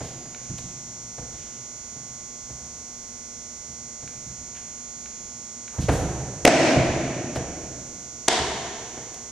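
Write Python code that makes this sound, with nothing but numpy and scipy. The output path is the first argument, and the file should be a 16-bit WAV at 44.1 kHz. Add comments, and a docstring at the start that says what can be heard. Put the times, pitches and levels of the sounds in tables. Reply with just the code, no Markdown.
"""A loud pop of a pitch in the far catcher's mitt rings through a gymnasium.
Before it the pitcher shuffles and strides on a hollow wooden mound: booms, knocks, scuffs, light ticks.
The return throw smacks into the pitcher's own glove. Each catch is a leather slap, a crack and the
ring of the air pocket. An electrical hum with a high whine, ventilation rumble and hiss run throughout."""
import sys
import numpy as np
from scipy import signal
from scipy.fft import rfft, irfft, next_fast_len
from scipy.io import wavfile
from scipy.ndimage import map_coordinates

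SR = 44100
rng = np.random.default_rng(int(sys.argv[2]) if len(sys.argv) > 2 else 0)


def master(y):
    """Save y as 16-bit WAV."""
    cut = np.clip(np.atleast_2d(y).T, -1, 1)
    pcm = np.round(cut * 32767)  # scale
    wavfile.write(sys.argv[1], SR, pcm.astype(np.int16))


N = 410571
TIME = np.arange(N) / SR

# balance of the two microphone ports for impacts and rumble: f/Hz, left minus right/dB
PORT_BALANCE = [(50, -8.5), (150, 1), (2800, 0), (4400, -2), (6300, -11), (7300, 13.5), (8400, 17.5),
                (12000, 7)]
# same for hiss and weak hum lines: f/Hz, left minus right/dB
HISS_BALANCE = [(3000, -1), (4500, -3), (6200, -10), (7200, -13), (8500, 13), (10500, 2.5), (14000, 2)]


def from_db(db):
    """Decibels to gain."""
    return 10 ** (np.asarray(db) / 20)


def at_hz(points, hz):
    """Table lookup on a log-frequency axis."""
    f, value = np.transpose(points)
    return np.interp(np.log(np.maximum(hz, 1)), np.log(f), value)


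def drift(rate_hz):
    """Smooth random curve, spread near 1."""
    knots = rng.standard_normal(400)
    return map_coordinates(knots, [TIME[::100] * rate_hz], order=3, mode="wrap").repeat(100)[:N]


def convolve(x, impulse):
    """Mono or stereo convolution, cut to N samples."""
    return signal.oaconvolve(np.atleast_2d(x), np.atleast_2d(impulse), axes=1)[:, :N]


def response(spectrum, size=4096):
    """Unit-energy minimum-phase response from rows of f/Hz, level/dB."""
    hz = np.fft.rfftfreq(size, 1 / SR)
    cepstrum = irfft(np.log(from_db(at_hz(spectrum, hz))))
    cepstrum[1:size // 2] *= 2
    cepstrum[size // 2 + 1:] = 0
    impulse = irfft(np.exp(rfft(cepstrum)))
    return impulse / np.linalg.norm(impulse)


def ringing(modes):
    """Unit-energy response of a body with damped modes."""
    t = TIME[:SR // 2]
    ring = sum((-1) ** k * from_db(db - 60 * t / t60_s) * np.sin(2 * np.pi * hz * t)
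               for k, (hz, db, t60_s) in enumerate(modes))
    return ring / np.linalg.norm(ring)


def contact(start_s, db, length_s, size=16384):
    """Burst of tiny collisions that swells and dies."""
    age = TIME[:size] / length_s
    envelope = 2 * age * np.exp(1 - 2 * age)
    burst = envelope * rng.standard_normal(size)
    for _ in range(4):  # flatten the spectrum, restore the decay
        burst = irfft(np.exp(1j * np.angle(rfft(burst)))) * envelope ** 0.25
    burst *= from_db(db) * np.linalg.norm(envelope) / np.linalg.norm(burst)
    return np.pad(burst, (round(start_s * SR), N))[:N]


def stereo_noise(size):
    """White noise at two close ports: alike in the bass, apart in the treble."""
    # coherence of the ports: f/Hz, correlation/1
    coherence = [(100, .98), (500, .96), (1100, .76), (2500, .62), (5000, .45), (8000, .3), (13000, .1)]
    mid, side = rfft(rng.standard_normal((2, next_fast_len(size, True) * 2)))
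    alike = at_hz(coherence, np.linspace(0, SR / 2, len(mid)))
    return irfft(np.sqrt((1 + alike) / 2) * mid + np.sqrt((1 - alike) / 2) * side * [[1], [-1]])[:, :size]


def ports(x, balance, taps=257):
    """Each port favours different bands."""
    hz = np.linspace(0, SR / 2, taps)
    pair = [signal.firwin2(taps, hz, from_db(side * at_hz(balance, hz) / 2), fs=SR) for side in (1, -1)]
    return signal.oaconvolve(x * np.ones((2, 1)), pair, "same", axes=1)


def catcher_mitt(touch_s=6.4493):
    """The pitch slaps the leather, cracks home and scatters off the walls behind the catcher."""
    # leather slap spectrum: f/Hz, level/dB
    slap_spectrum = [(35, -37), (60, -25), (149, -8), (201, -12), (247, -1.5), (317, 1), (457, -8.5),
                     (658, 0), (772, -8), (1160, -18.5), (2210, -14.5), (3330, -23), (6300, -21),
                     (8100, -31.5), (14000, -59)]
    # crack spectrum: f/Hz, level/dB
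    crack_spectrum = [(500, -33), (1300, -29), (1800, 3), (2300, 11), (3000, 3.5), (4500, -17), (6500, -12),
                      (9000, -17), (14000, -25)]
    # air pocket modes: f/Hz, level/dB, t60/s
    pocket_modes = [(310, -19, .03), (530, 0.5, 0.012), (708, -5.5, 0.03)]
    # wall returns: delay/s, slap before trim/dB, pocket gain/dB, spread/s
    wall_returns = [(0.0123, -8.5, -4, 0.0068), (.0235, -1.5, 0.5, 0.0084)]
    leather = response(slap_spectrum)
    slap = convolve(contact(touch_s, db=-2.5, length_s=0.0055), leather)
    crack = convolve(contact(6.4513, db=1.5, length_s=0.0021), response(crack_spectrum))
    hollow = air_pocket(pocket_modes, start_s=6.4532, peak_db=1)
    echoes = 0
    for delay_s, slap_db, pocket_db, spread_s in wall_returns:
        echoes += convolve(contact(touch_s + delay_s, slap_db - 1, spread_s), leather)
        echoes += from_db(pocket_db) * np.roll(hollow, round(delay_s * SR))
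    hall = gym_reverb(slap, wet_db=5.5, build_s=0.011, t60_scale=1.08, far_wall_db=1.5, far_wall_s=0.26)
    return slap + crack + hollow + echoes + hall


def pitcher_glove():
    """The return throw brushes the webbing, then smacks into the pocket close by."""
    # glove leather spectrum: f/Hz, level/dB
    leather_spectrum = [(35, -70), (60, -40), (109, -22.5), (241, -13), (325, -9.5), (447, -1), (549, -8),
                        (846, -1.5), (1110, -14), (2160, -10.5), (2650, -15), (3110, -10.5), (6900, -16),
                        (9940, -33), (14000, -52)]
    # webbing crack spectrum: f/Hz, level/dB
    webbing_spectrum = [(1500, -23), (4000, -8), (6000, 12), (8500, 2), (13000, -20)]
    # air pocket modes: f/Hz, level/dB, t60/s
    pocket_modes = [(433, -6.5, 0.029), (690, -2, 0.017), (842, -1, 0.025)]
    leather = response(leather_spectrum)
    brush = convolve(contact(8.2796, db=-18.5, length_s=0.002), leather)
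    smack = convolve(contact(8.2819, db=-10.5, length_s=0.00398), leather)
    crack = convolve(contact(8.2818, db=-15, length_s=0.0038), response(webbing_spectrum))
    hollow = air_pocket(pocket_modes, start_s=8.2848, peak_db=-10)
    hall = gym_reverb(smack + hollow, wet_db=4.5, build_s=0.0083, t60_scale=0.96,
                      far_wall_db=2.5, far_wall_s=0.069)
    return brush + smack + crack + hollow + hall


def air_pocket(modes, start_s, peak_db):
    """The ball drives the air out of the pocket in one push."""
    push = np.zeros(N)
    push[round(start_s * SR)] = from_db(peak_db)
    ring = ringing(modes)
    return convolve(push, ring / np.abs(ring).max())


def footwork():
    """Steps, scuffs and ticks; thuds build up in the hall more slowly than bright sounds."""
    thuds, knocks = footfalls()
    bright = knocks + scuffs() + ticks()
    low_hall = gym_reverb(thuds, wet_db=-2, build_s=0.028, t60_scale=0.94)
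    bright_hall = gym_reverb(bright, wet_db=0.5, build_s=0.0017, t60_scale=0.81)
    return thuds + bright + low_hall + bright_hall


def footfalls():
    """Each rolling foot booms in the hollow mound, thumps its boards and knocks on the deck."""
    # steps: t/s, weight/dB, boom re weight/dB, knock re weight/dB
    steps = [(.002, -33, -9, -1), (.25, -44, -11, -2), (.494, -29.5, -12, -20), (1.178, -36.5, -4, -2.5),
             (1.955, -41, -14, -7.5), (2.492, -42, -2, -3.5), (3.68, -46, -1, -11), (4.02, -40, -12, -6),
             (4.255, -39, -6, -16.5), (5.779, -22, -1, -14), (5.882, -18, -2.5, 0.5),
             (6.753, -16, -13, -15), (7.353, -28, -6, 1), (7.62, -39, -2, -13), (8.385, -33, -1, -1),
             (8.966, -43.5, -10, 5)]
    # heel, sole, toe: delay/s, load gain/dB, knock gain/dB, contact length/s
    foot_roll = [(0, 0, 0, .017), (0.031, -4, -10, 0.022), (.135, -10, -16.5, 0.024)]
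    # whole-mound modes: f/Hz, level/dB, t60/s
    mound_modes = [(42, -11, .15), (67, 0, 0.19), (88.5, -7, 0.14)]
    # single-board modes: f/Hz, level/dB, t60/s
    board_modes = [(125, 2, 0.11), (160.5, -3.5, 0.11), (187.5, -2.5, 0.11), (266, -7, 0.087),
                   (336, -12, 0.093)]
    # deck knock spectrum: f/Hz, level/dB
    deck_spectrum = [(100, -15.5), (300, -0.5), (500, 2), (750, -0.5), (1100, -11), (1650, -12),
                     (2300, -17.5), (4000, -27), (9000, -38), (14000, -54)]
    booms = thumps = knocks = 0
    for start_s, weight_db, boom_db, knock_db in steps:
        for delay_s, load_db, hard_db, length_s in foot_roll:
            push = contact(start_s + delay_s, weight_db, length_s, size=4096)
            booms += from_db(load_db + boom_db) * push
            thumps += from_db(load_db) * push
            knocks += from_db(hard_db + knock_db) * push
    thuds = convolve(booms, ringing(mound_modes)) + convolve(thumps, ringing(board_modes))
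    return thuds, convolve(knocks, response(deck_spectrum))


def scuffs():
    """Soles rub over the mound, each rub with its own brightness."""
    # rubs: t/s, level/dB, length/s, centre/Hz
    rubs = [(.002, -49, 0.097, 4540), (0.577, -41.5, 0.014, 4800), (.584, -45, .012, 900),
            (1.3, -56, 0.17, 3500), (4.552, -49, 0.032, 2610), (5.721, -46.5, 0.065, 900),
            (5.797, -42.5, 0.05, 5000), (5.892, -42.5, .094, 6340), (7.348, -41, 0.024, 4750),
            (9.14, -44, 0.0062, 5800)]
    # rub spectrum: f/centre, level/dB
    rub_spectrum = [(.2, -12), (.55, -3.5), (1, -2), (1.4, -6), (2.6, -22), (6, -33)]
    out = 0
    for start_s, db, length_s, centre_hz in rubs:
        spectrum = [(centre_hz * ratio, band_db) for ratio, band_db in rub_spectrum]
        out += convolve(contact(start_s, db, length_s), response(spectrum))
    return out


def ticks(trim_db=-8, length_s=0.0035):
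    """Light woody contacts that all ring alike."""
    # contacts: t/s, level before trim/dB
    taps = [(0.3452, -30), (4.0751, -32), (4.5493, -39), (5.0569, -33.5), (5.6775, -31.5)]
    # wood modes: f/Hz, level/dB, t60/s
    wood_modes = [(1480, -1, 0.0095), (2330, -0.5, 0.011), (2870, -2.5, 0.0061), (3950, -3.5, .007)]
    pushes = sum(contact(start_s, db + trim_db, length_s) for start_s, db in taps)
    return convolve(pushes, ringing(wood_modes))


def gym_reverb(x, wet_db, build_s, t60_scale, far_wall_db=0, far_wall_s=0.2, size=110250):
    """Diffuse tail: builds, swells with the far wall's return, dies treble first."""
    # hall decay before scaling: f/Hz, t60/s
    decay = [(60, 1.8), (150, 2.5), (330, 2.5), (700, 2.0), (1200, 1.95), (2400, 2), (4500, 1.59),
             (8000, 1.12), (13000, 1.5)]
    # diffuse spectrum: f/Hz, level/dB
    spectrum = [(60, -0.5), (200, -2.5), (600, -0.46), (1200, -0.085), (2500, 0.74), (5000, -1.1),
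                (8000, -0.5), (13000, -5.5)]
    hz, frame_s, bands = signal.stft(stereo_noise(size), SR, nperseg=512)
    fade_db = at_hz(spectrum, hz)[:, None] - 60 * frame_s / (t60_scale * at_hz(decay, hz)[:, None])
    tail = signal.istft(bands * from_db(fade_db), SR)[1][:, :size]
    t = TIME[:size]
    swell = from_db(far_wall_db * np.exp(-((t - far_wall_s) / 0.076) ** 2))
    build = 1 - np.exp(-t / build_s)
    return from_db(wet_db) * convolve(x, tail * swell * build / np.sqrt(SR / 7))


def electrical_hum(mains_hz=59.9948, whine_hz=6719.42, whine_gain_db=5, port_lag_s=3.8e-5,
                   waver_db=0.85, settle_s=0.45, start_dip_db=5, unsteady_rad=1.9):
    """Even mains harmonics, the loudest a whine; the high ones waver, most of all at the start."""
    # low lines, equal in both ports: f/Hz, rms level/dB
    low_lines = [(240, -59), (360, -65), (480, -65), (600, -63), (720, -64), (840, -66), (1080, -62),
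                 (1200, -68), (1440, -65), (2040, -61.5), (2280, -69), (3360, -67.5), (3960, -69),
                 (4080, -68)]
    # lines round the whine: f/Hz, left/dB, right/dB
    cluster = [(4690, -83, -58), (5400, -62, -54.5), (5540, -55.5, -63), (5640, -78, -56.5),
               (5767, -55.5, -46), (5970, -66, -47), (6120, -56, -61), (6240, -60, -47), (6370, -56, -49.5),
               (6600, -60, -51), (6854, -51, -53.5), (6960, -59, -69), (8020, -54.5, -64), (8280, -60, -68),
               (8640, -62, -70)]
    # whine: t/s, level before gain/dB, left minus right/dB
    whine_track = [(0.0, -49, -5.0), (0.54, -48.5, -9), (0.95, -48, 1), (1.74, -49, -9.5), (3.09, -50, -6),
                   (4.91, -47, -7), (6.3, -50, -8)]
    unsettled = np.clip((settle_s - TIME) * 6, 0, 1)
    lines = []
    for hz, left_db, right_db in [(hz, db, db) for hz, db in low_lines] + list(cluster):
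        change_db = waver_db * drift(1.31) - start_dip_db * unsettled * hz / whine_hz
        lines.append((hz, np.array([[left_db], [right_db]]) + change_db))
    knots_s, *columns = np.transpose(whine_track)
    whine_db, pan_db = [np.interp(TIME, knots_s, column) for column in columns]
    lines.append((whine_hz, whine_gain_db + whine_db + pan_db * np.array([[0.5], [-0.5]])))
    lines.append((4920, -58 - 15 * (1 - unsettled)))  # recedes as the whine settles
    harmonics = [round(hz / mains_hz) for hz, _ in lines]
    lag_s = np.array([[port_lag_s], [0]])
    out = np.zeros((2, N))
    for k, (_, db) in zip(harmonics, lines):
        turns = k * mains_hz * (TIME - lag_s) + rng.random()
        jitter_rad = unsteady_rad * unsettled * drift(8.6) * k * mains_hz / whine_hz
        out += np.sqrt(2) * from_db(db) * np.sin(2 * np.pi * turns + jitter_rad)
    return out + hum_bed(mains_hz, harmonics, lag_s)


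def hum_bed(mains_hz, strong_harmonics, lag_s, odd_db=-13, scatter_db=3):
    """Weak, uneven mains harmonics between the strong ones; odd ones fainter still."""
    # line envelope: f/Hz, base level per line/dB
    envelope = [(120, -65), (1000, -66), (1800, -76.5), (3000, -80), (4200, -71), (5200, -68),
                (6500, -70.5), (7300, -68.5), (8400, -72.5), (9300, -81), (11000, -100)]
    k = np.setdiff1d(np.arange(2, 185), strong_harmonics)
    hz = k * mains_hz
    turns = rng.random(len(k)) - hz * lag_s
    line_db = at_hz(envelope, hz) + odd_db * (k % 2) + scatter_db * rng.standard_normal(len(k))
    spectrum = np.zeros((2, N // 2 + 1), complex)
    spectrum[:, np.round(hz * N / SR).astype(int)] = from_db(line_db) * np.exp(2j * np.pi * turns)
    return ports(irfft(spectrum, N) * N / np.sqrt(2), HISS_BALANCE)


def ventilation(gain_db=-52):
    """Low rumble of moving air."""
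    # rumble spectrum: f/Hz, level/dB
    spectrum = [(15, -32), (25, -7.5), (65, 1), (186, -7), (242, 2), (265, -8.5), (484, -11.5),
                (565, -15.5), (592, -10), (1000, -23), (1300, -26), (2200, -120)]
    return from_db(gain_db) * ports(convolve(stereo_noise(N), response(spectrum)), PORT_BALANCE)


def hiss(gain_db=-52.4):
    """Smooth noise, mostly independent in the two ports."""
    # hiss spectrum: f/Hz, level/dB
    spectrum = [(600, -2), (1200, -0.5), (2400, 1.5), (3400, -2), (5000, -0.5), (6600, 5.5), (7400, 1),
                (8300, 2), (9300, -9), (10300, -13.5), (14000, -13.5)]
    white = rng.standard_normal((2, N)) + 0.27 * rng.standard_normal(N)
    noise = convolve(white, response(spectrum))
    return from_db(gain_db) * ports(noise / np.sqrt(np.mean(noise ** 2)), HISS_BALANCE)


def scene():
    """Catches and footwork over the steady sounds of the hall."""
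    blows = catcher_mitt() + pitcher_glove() + footwork()
    blows = blows / (1 + blows ** 4) ** 0.25  # peaks overload the capsules
    return ports(blows, PORT_BALANCE) + electrical_hum() + ventilation() + hiss()


def record(dry, limit_db=-8, attack_s=0.0018, release_db_per_s=25, cutoff_hz=14200):
    """A limiter ducks after the loudest pop and recovers; peaks clip, the top is cut."""
    pole = np.exp(-1 / (attack_s * SR))
    power = signal.lfilter([1 - pole], [1, -pole], np.mean(dry ** 2, axis=0))
    excess_db = np.maximum(10 * np.log10(power + 1e-12) - limit_db, 0)
    release_db = release_db_per_s * TIME
    duck_db = np.maximum.accumulate(excess_db + release_db) - release_db
    limited = np.clip(dry * from_db(-duck_db), -1, 1)
    lowpass = signal.ellip(12, 0.1, 80, cutoff_hz, fs=SR, output="sos")
    return np.clip(signal.sosfilt(lowpass, limited), -1, 1)


dry = scene()
out = record(dry)
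master(out)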